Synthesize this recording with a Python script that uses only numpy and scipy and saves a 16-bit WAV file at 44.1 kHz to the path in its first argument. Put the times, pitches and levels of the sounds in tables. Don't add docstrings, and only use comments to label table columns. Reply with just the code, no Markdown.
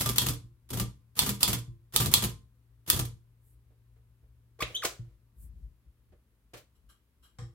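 import sys
import numpy as np
from scipy import signal
from scipy.fft import rfft, irfft, next_fast_len
from scipy.io import wavfile
from scipy.ndimage import uniform_filter1d

SR = 44100
rng = np.random.default_rng(int(sys.argv[2]) if len(sys.argv) > 2 else 0)


def store_pcm(level_fs):
    pcm = np.round(np.clip(level_fs, -1, 1) * 32767).astype(np.int16)
    wavfile.write(sys.argv[1], SR, np.atleast_2d(pcm).T)


N = 332514
TIME = np.arange(N) / SR
AGE = TIME[:SR // 2]
CUTOFF_HZ = 15900

# frequency in Hz, relative density in dB.
CRACK_SPECTRUM = [(200, -12), (600, -14), (1200, -7.5), (2200, -7.5), (3300, 6), (4600, 4.5), (5400, -1.5),
                  (8000, 0.5), (11000, -1), (14000, 0), (16000, -3)]
RATTLE_SPECTRUM = [(150, -6.5), (350, 5), (650, -2), (1200, 3.5), (2200, 0), (3400, 1.5), (5500, 0.5),
                   (8000, 0.5), (13000, 4.5), (15000, 2.5), (16000, -9.5)]
RASP_SPECTRUM = [(250, -5.5), (500, 3), (1200, -3.5), (2500, 0), (5000, 3.5), (9000, -0.5), (15000, -15)]
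# frequency in Hz, left-right correlation.
CORRELATION = [(60, .93), (350, .92), (700, 0.73), (1300, .42), (2400, -0.12), (4400, 0.06), (15000, -0.24)]
# strike time in seconds; delays from it to bottoming, release and catch in seconds;
# press, bottoming, release and catch efforts in dB re a usual stroke; weight on the table in dB;
# strike level, low body and top octave in dB.
KEYSTROKES = [(-0.02, 0.025, 0.078, 0.11, -5, 0.5, 2, 1, 0, -11.5, -6.5, 11),
              (0.183, 0.031, .079, .103, 8, -1.5, 0.5, 1, 0.5, -13, -4.5, 4),
              (1.1911, 0.026, 0.07, 0.1, -9, -1, 1, 0, 0.5, -12.5, 0.5, 2),
              (1.4305, .045, 0.082, 0.1, 7, 2, -19, 2, 1, -12, 2, 5.5),
              (1.962, 0.037, .085, .097, -1, 2.5, -10, -0.5, 4.5, -13, -3.5, 6),
              (2.139, 0.031, 0.083, 0.1, 5, -4, 0.5, 0, 0.5, -9.5, -5.5, 4.5),
              (2.9008, .028, 0.06, 0.091, -1, -3, -4, 0.5, 2, -15, 6, 10.5)]


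def from_db(db):
    return 10 ** (np.asarray(db) / 20)


def at_hz(points, hz):
    knots_hz, values = np.transpose(points)
    return np.interp(np.log(hz + 1e-9), np.log(knots_hz), values)


def add(out, start_s, sound):
    start = round(start_s * SR)
    part = sound[..., max(0, -start):N - start]
    out[..., max(0, start):max(0, start) + part.shape[-1]] += part


def pan(left_db):
    return from_db(np.array([[left_db], [-left_db]]) / 2)


def decay(t60_s):
    return from_db(-60 * AGE / max(t60_s, 1e-3))


def swells(rows):
    return sum(from_db(db) * np.exp(-((TIME - s) / half_s) ** 2) for s, db, half_s in rows)


def bass(hz, corner_hz=1900):
    return 1 / (1 + (hz / corner_hz) ** 4)


def resonances(clusters, hz):
    power = sum(from_db(db) ** 2 / (1 + (2 * (hz - centre_hz) / width_hz) ** 2) ** 2
                for centre_hz, width_hz, db in clusters)
    return 10 * np.log10(1 + power)


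def noise(spectrum, size, colour_db=lambda hz: 0):
    padded = next_fast_len(size)
    hz = np.fft.rfftfreq(padded, 1 / SR) + 1
    gain = from_db(at_hz(spectrum, hz)) * hz / np.hypot(hz, 20)
    gain /= np.sqrt(np.mean(gain ** 2))
    alike = at_hz(CORRELATION, hz)
    mid, side = rfft(rng.standard_normal((2, padded)))
    stereo = np.sqrt((1 + alike) / 2) * mid + np.sqrt((1 - alike) / 2) * side * [[1], [-1]]
    return irfft(stereo * gain * from_db(colour_db(hz)), padded)[:, :size]


def ring(modes, scatter_db, detune=0):
    hz, db, t60_s = np.transpose(modes)
    gains = from_db(db + scatter_db * rng.standard_normal(len(hz)))
    hz = hz * (1 + detune * rng.standard_normal(len(hz)))
    skew_rad = np.arccos(at_hz(CORRELATION, hz)) / 2 * rng.choice([-1, 1], len(hz))
    return sum(gain * decay(t60) * np.sin(2 * np.pi * f * AGE + [[skew], [-skew]])
               for f, gain, t60, skew in zip(hz, gains, t60_s, skew_rad))


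def room(x, wet_db, build_s=0.00083):
    # frequency in Hz, t60 in seconds.
    decay_times = [(100, 0.41), (400, 0.27), (1200, 0.26), (3500, 0.26), (8000, .25), (15000, 0.074)]
    bands_hz, t60s = np.transpose(decay_times)
    hz = np.fft.rfftfreq(len(AGE), 1 / SR) + 1
    white = rfft(noise([(1, 0), (SR, 0)], len(AGE)))
    tail = 0
    for share, t60_s in zip(np.eye(len(t60s)), t60s):
        band = np.interp(np.log(hz), np.log(bands_hz), share)
        tail = tail + irfft(white * band, len(AGE)) * decay(t60_s)
    tail *= 1 - np.exp(-(AGE / build_s) ** 2)
    tail /= np.sqrt(np.sum(tail ** 2) / 2)
    return x + from_db(wet_db) * signal.fftconvolve(x, tail, axes=1)[:, :N]


def background(hum_hz=117, hum_db=-64, waver_db=1, rumble_db=-63.5, air_db=-76,
               fade_from_s=4.87, hum_fade_db_per_s=7.5, rumble_fade_db_per_s=3):
    # frequency in Hz, relative density in dB.
    air_spectrum = [(88, -34), (150, -8), (234, -7), (453, -14), (607, -20), (781, -23), (930, -19.5),
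                    (2650, -25), (5870, -31), (7560, -31), (12000, -26), (15500, -28)]
    rumble_spectrum = [(20, -29.5), (36, -11), (54, 6), (75, -3.5), (110, -16.5), (190, -20.5), (260, -32),
                       (1000, -60)]
    skin_spectrum = [(300, -14), (4000, -21.5), (6000, -15.5), (8000, -0.5), (13000, 3.5), (16000, -4)]
    # centre in seconds, level in dB, half length in seconds.
    leans = [(5.44, -49, 0.079), (5.62, -47, 0.096), (5.87, -54.5, 0.027), (6.12, -59, 0.053),
             (6.85, -59.5, 0.076), (7.21, -62, 0.055)]
    brushes = [(3.49, -69.5, 0.059), (5.43, -60.5, 0.043)]
    fading_s = np.maximum(TIME - fade_from_s, 0)
    waver = np.interp(TIME, np.linspace(0, TIME[-1], 60), rng.standard_normal(60))
    hum_gain = from_db(hum_db - hum_fade_db_per_s * fading_s + waver_db * waver)
    hum = np.sqrt(2) * hum_gain * np.sin(2 * np.pi * hum_hz * TIME)
    rumble_floor = from_db(rumble_db - rumble_fade_db_per_s * fading_s)
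    rumble = np.hypot(rumble_floor, swells(leans)) * noise(rumble_spectrum, N)
    hands = swells(brushes) * noise(skin_spectrum, N)
    return (hum + rumble) * pan(3.4) + hands + from_db(air_db) * noise(air_spectrum, N)


def scuffs(rise_s=0.0037, pivot_hz=2000):
    # start in seconds, level in dB, t60 in seconds, tilt in dB per octave.
    slides = [(4.589, -46.5, 0.1, -2), (4.621, -20.5, 0.049, -1), (4.660, -51.5, 1, 0),
              (4.843, -32.5, 0.2, 3.5), (4.849, -18, 0.055, 2), (3.700, -76.5, 0.22, -5.5),
              (3.960, -73, 0.18, -4), (4.231, -80.5, 0.21, -7), (6.120, -64, 0.15, -5),
              (6.534, -41, 0.16, -0.5), (6.568, -48, 0.17, 2)]
    # frequency in Hz, relative density in dB.
    scuff_spectrum = [(60, 5), (220, -8), (330, -1), (470, 6), (660, 1), (850, -6.5), (1200, -5),
                      (2500, -6), (4500, -10.5), (8000, -15.5), (15000, -18.5)]
    out = np.zeros((2, N))
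    for s, db, t60_s, tilt in slides:
        grain = noise(scuff_spectrum, len(AGE), lambda hz: tilt * np.log2(hz / pivot_hz))
        add(out, s, from_db(db) * grain * decay(t60_s) * (1 - np.exp(-AGE / rise_s)))
    return room(out, wet_db=-11.5)


def cover(rub_db=-8, rub_t60_s=0.15, knock_db=-7, knock_t60_s=0.19):
    # start in seconds, level in dB, rise in seconds.
    touches = [(6.745, -67.5, 0.0093), (6.885, -50.5, 0.012), (7.218, -44.5, 0.031)]
    # start in seconds, level in dB.
    knocks = [(7.386, -50), (7.424, -63.5)]
    # centre in Hz, width in Hz, gain in dB.
    loose_modes = [(1153, 105, 18), (1310, 150, 13), (1575, 121, 15.5), (2920, 95, 19.5), (3190, 110, 19),
                   (4030, 300, 12.5), (5460, 260, 8), (7600, 330, 12), (10460, 500, 9.5),
                   (11600, 100, 13.5)]
    seated_modes = [(475, 68, 23.3), (783, 54, 21), (1165, 230, 21.4), (1790, 400, 17.5), (3250, 240, 11),
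                    (3850, 190, 8.1), (5420, 180, 11), (7650, 450, 11)]
    out = np.zeros((2, N))
    for s, db, rise_s in touches:
        rub = noise(RATTLE_SPECTRUM, len(AGE), lambda hz: resonances(loose_modes, hz))
        attack = 1 - np.exp(-(AGE / rise_s) ** 2)
        add(out, s, from_db(db + rub_db) * rub * attack * decay(rub_t60_s))
    for s, db in knocks:
        knock = noise(RASP_SPECTRUM, len(AGE), lambda hz: resonances(seated_modes, hz))
        add(out, s, from_db(db + knock_db) * knock * decay(knock_t60_s))
    return room(out * pan(0.5), wet_db=-3)


def squeaks(jitter=0.045, edge_s=0.0048, rasp_db=-18, frame_db=-8, frame_t60_s=0.00882, harmonics=24):
    # time in seconds, slip rate in Hz, level in dB,
    # overtone slope in dB per octave.
    glides = [
        [(4.602, 1040, -38, -6), (4.607, 1090, -32, -6), (4.619, 1290, -39.5, -4), (4.626, 2270, -25, -11.5),
         (4.634, 3800, -31.5, -24), (4.641, 4400, -53, -12.5)],
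        [(4.744, 3060, -33, -27), (4.752, 3050, -29, -8), (4.761, 3200, -25.5, -17), (4.769, 3780, -30, -16.5),
         (4.777, 4200, -43, -28)],
        [(4.820, 2200, -33.5, -6), (4.828, 1350, -36.5, -11), (4.838, 1100, -34, -3.5), (4.846, 447, -43.5, -3),
         (4.856, 324, -35.5, 3)],
    ]
    out = np.zeros((2, N))
    for rows in glides:
        s, *columns = np.transpose(rows)
        t = np.arange(s[0], s[-1], 1 / SR)
        hz, db, slope = (np.interp(t, s, column) for column in columns)
        wobble = uniform_filter1d(rng.standard_normal(len(AGE)), size=40)[:len(t)]
        rough = bass(hz, corner_hz=2303)
        slip_hz = hz * (1 + jitter * rough * wobble / wobble.std())
        phase = 2 * np.pi * np.cumsum(slip_hz) / SR
        tone = sum(from_db(slope * np.log2(k)) * np.sin(k * phase) * (k * hz < CUTOFF_HZ)
                   for k in range(1, harmonics + 1))
        friction = from_db(rasp_db) * rough * noise(RASP_SPECTRUM, len(AGE))[:, :len(t)]
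        gate = np.clip(np.minimum(t - s[0], s[-1] - t) / edge_s, 0, 1)
        add(out, s[0], (tone + friction) * from_db(db) * gate)
    response = noise(RASP_SPECTRUM, len(AGE), lambda hz: 18 * bass(hz)) * decay(frame_t60_s)
    response /= np.sqrt(np.sum(response ** 2))
    frame = signal.fftconvolve(out, response, axes=1)[:, :N]
    return room(out + from_db(frame_db) * frame, wet_db=-5)


def strokes(touch_lead_s=0.039, lift_lead_s=0.025, fall_back_s=0.15):
    # end of travel in seconds, then delays, efforts and weight
    spaces = [(0.728, .002, .043, .070, 4, -7, -5.5, -0.5, 3)]
    for s, bottom_s, release_s, catch_s, *levels_db in KEYSTROKES + spaces:
        press_db, bottom_db, release_db, catch_db, weight_db, *typebar = levels_db
        stages = dict(touch=(s - touch_lead_s, 0), lift=(s - lift_lead_s, press_db), end=(s, 0),
                      bottom=(s + bottom_s, bottom_db), release=(s + release_s, release_db),
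                      catch=(s + catch_s, catch_db))
        if typebar:
            stages["fall"] = (s + fall_back_s, 0)
        yield stages, weight_db


def thumps(effort_share=0.46):
    # level in dB, dull knock in dB.
    pushes = [(-39.5, 3), (-38, 3), (-27, 1), (-28.5, 2.5), (-28, 0)]
    for stages, weight_db in strokes():
        for name, (db, dull_db) in zip(("lift", "end", "bottom", "release", "catch"), pushes):
            s, effort_db = stages[name]
            yield s, db + weight_db + effort_share * effort_db, dull_db


def table(boom_db=-1, knock_db=-5, knock_t60_s=0.19, cushion_s=0.0044):
    # frequency in Hz, level in dB, t60 in seconds.
    struck_modes = [(58.04, -11, 0.31), (88, -8, 0.18), (117.57, -3, 0.22), (149, -11.5, 0.04),
                    (197, -13.5, 0.25), (249, -16, .13), (296, -20.5, 0.22), (350.8, -18, 0.18)]
    settle_modes = [(57, -11.5, 0.24), (114, 0.5, 0.14), (155, -24.5, .12), (224, -24, 0.15),
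                    (340, -32, 0.6)]
    # frequency in Hz, relative density in dB.
    knock_spectrum = [(30, -10.5), (55, 0), (110, 4.5), (220, -0.5), (380, -8.5), (600, -14.5), (1200, -27),
                      (3000, -51)]
    # start in seconds, level in dB.
    settles = [(0.438, -35.5), (1.68, -31), (2.351, -43), (3.119, -38.5), (4.624, -33), (4.993, -29.5),
               (6.534, -45), (7.387, -32.5), (7.42, -32.5)]
    out = np.zeros((2, N))
    cushion = 1 - np.exp(-AGE / cushion_s)
    for s, db, dull_db in thumps():
        knock = from_db(knock_db + dull_db) * noise(knock_spectrum, len(AGE)) * decay(knock_t60_s)
        boom = from_db(boom_db) * ring(struck_modes, scatter_db=4)
        add(out, s, from_db(db) * cushion * (boom + knock))
    for s, db in settles:
        add(out, s, from_db(db) * cushion * ring(settle_modes, scatter_db=1))
    return room(out * pan(1.2), wet_db=-10.5)


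def clatter():
    # level in dB, low body in dB, rise in seconds, t60 in seconds.
    rattles = [(-50, 0, 0.0027, 0.12), (-34.5, -7, 0.00301, 0.0698), (-24.5, -1.5, .003, 0.19),
               (-25.5, 0, 0.002024, 0.13), (-24, -4.5, .001, .1), (-40, -5.5, 0.0014, .11)]
    for stages, _ in strokes():
        for name, (db, *shape) in zip(("touch", "lift", "bottom", "release", "catch", "fall"), rattles):
            if name in stages:
                s, effort_db = stages[name]
                yield s, db + effort_db, *shape


def linkage(ring_db=-2, contacts_per_s=450, catch_db=-24.5, catch_t60_s=0.016):
    # frequency in Hz, level in dB, t60 in seconds.
    frame_modes = [(455.5, -18.5, 0.27), (973.4, -17, 0.091), (1048, -36, 0.55), (1183, -17.5, .15),
                   (2104, -41.5, .36), (3220, -20.5, 0.15), (3405, -11, .08)]
    lever_modes = [(954, -18, .15), (1191.7, -1.5, 0.17), (1350.7, -16, 0.13)]
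    # start in seconds, level in dB.
    clinks = [(0.061, -30), (0.799, -40), (2.006, -31.5)]
    out = np.zeros((2, N))
    contact_power = decay(0.007) ** 2
    for s, db, body_db, rise_s, t60_s in clatter():
        contacts = (rng.random(len(AGE)) < contacts_per_s / SR) * rng.exponential(1, len(AGE))
        contacts[0] = 1
        chatter_power = 0.4 + np.abs(signal.fftconvolve(contacts, contact_power)[:len(AGE)])
        grain = noise(RATTLE_SPECTRUM, len(AGE), lambda hz: body_db * bass(hz))
        rattle = grain * np.sqrt(chatter_power) * decay(t60_s)
        frame = from_db(ring_db + body_db / 2) * ring(frame_modes, scatter_db=2, detune=0.011)
        add(out, s, from_db(db) * np.minimum(AGE / rise_s, 1) * (rattle + frame))
    for stages, _ in strokes():
        s, effort_db = stages["catch"]
        snap = noise(CRACK_SPECTRUM, len(AGE)) * decay(catch_t60_s)
        add(out, s, from_db(catch_db + effort_db) * snap)
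    for s, db in clinks:
        add(out, s, from_db(db) * ring(lever_modes, scatter_db=1))
    return room(out * pan(-0.7), wet_db=-7.5)


def typebars(crack_db=2, crack_t60_s=0.014, shake_db=-11.5, shake_t60_s=0.084,
             ring_db=-5, swing_db=-36, swing_s=0.028):
    # frequency in Hz, level in dB, t60 in seconds.
    bar_modes = [(972, -15, 0.05), (1216, -14.5, 0.065), (3220, -9.5, 0.028), (3376, -9.5, 0.12),
                 (3560, -11, 0.042), (4240, -5.5, .016), (4950, -8, .016), (6000, -9.5, .02),
                 (7620, -4, .018), (11400, -9, .018), (13900, -4, .012)]
    out = np.zeros((2, N))
    swing = np.sqrt(np.linspace(0, 1, int(swing_s * SR)))
    envelope = np.hypot(from_db(crack_db) * decay(crack_t60_s), from_db(shake_db) * decay(shake_t60_s))
    for s, *_, db, body_db, top_db in KEYSTROKES:
        add(out, s - swing_s, from_db(swing_db) * swing * noise(RATTLE_SPECTRUM, len(swing)))
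        grain = noise(CRACK_SPECTRUM, len(AGE),
                      lambda hz: body_db * bass(hz) + top_db * (1 - bass(hz, corner_hz=8255)))
        bar = from_db(ring_db) * ring(bar_modes, scatter_db=2, detune=0.012)
        add(out, s, from_db(db) * (grain * envelope + bar))
    return room(out * pan(-1.1), wet_db=-4.5)


def scene():
    left, right = typebars() + linkage() + table() + squeaks() + scuffs() + cover() + background()
    return np.stack([left, np.pad(right, (3, 0))[:N]])


def record(dry):
    highpass = signal.butter(4, 40, "high", fs=SR, output="sos")
    lowpass = signal.ellip(10, 0.2, 100, CUTOFF_HZ, fs=SR, output="sos")
    clipped = np.clip(signal.sosfilt(highpass, dry), -1, 1)
    return signal.sosfilt(lowpass, clipped)


dry = scene()
out = record(dry)
store_pcm(out)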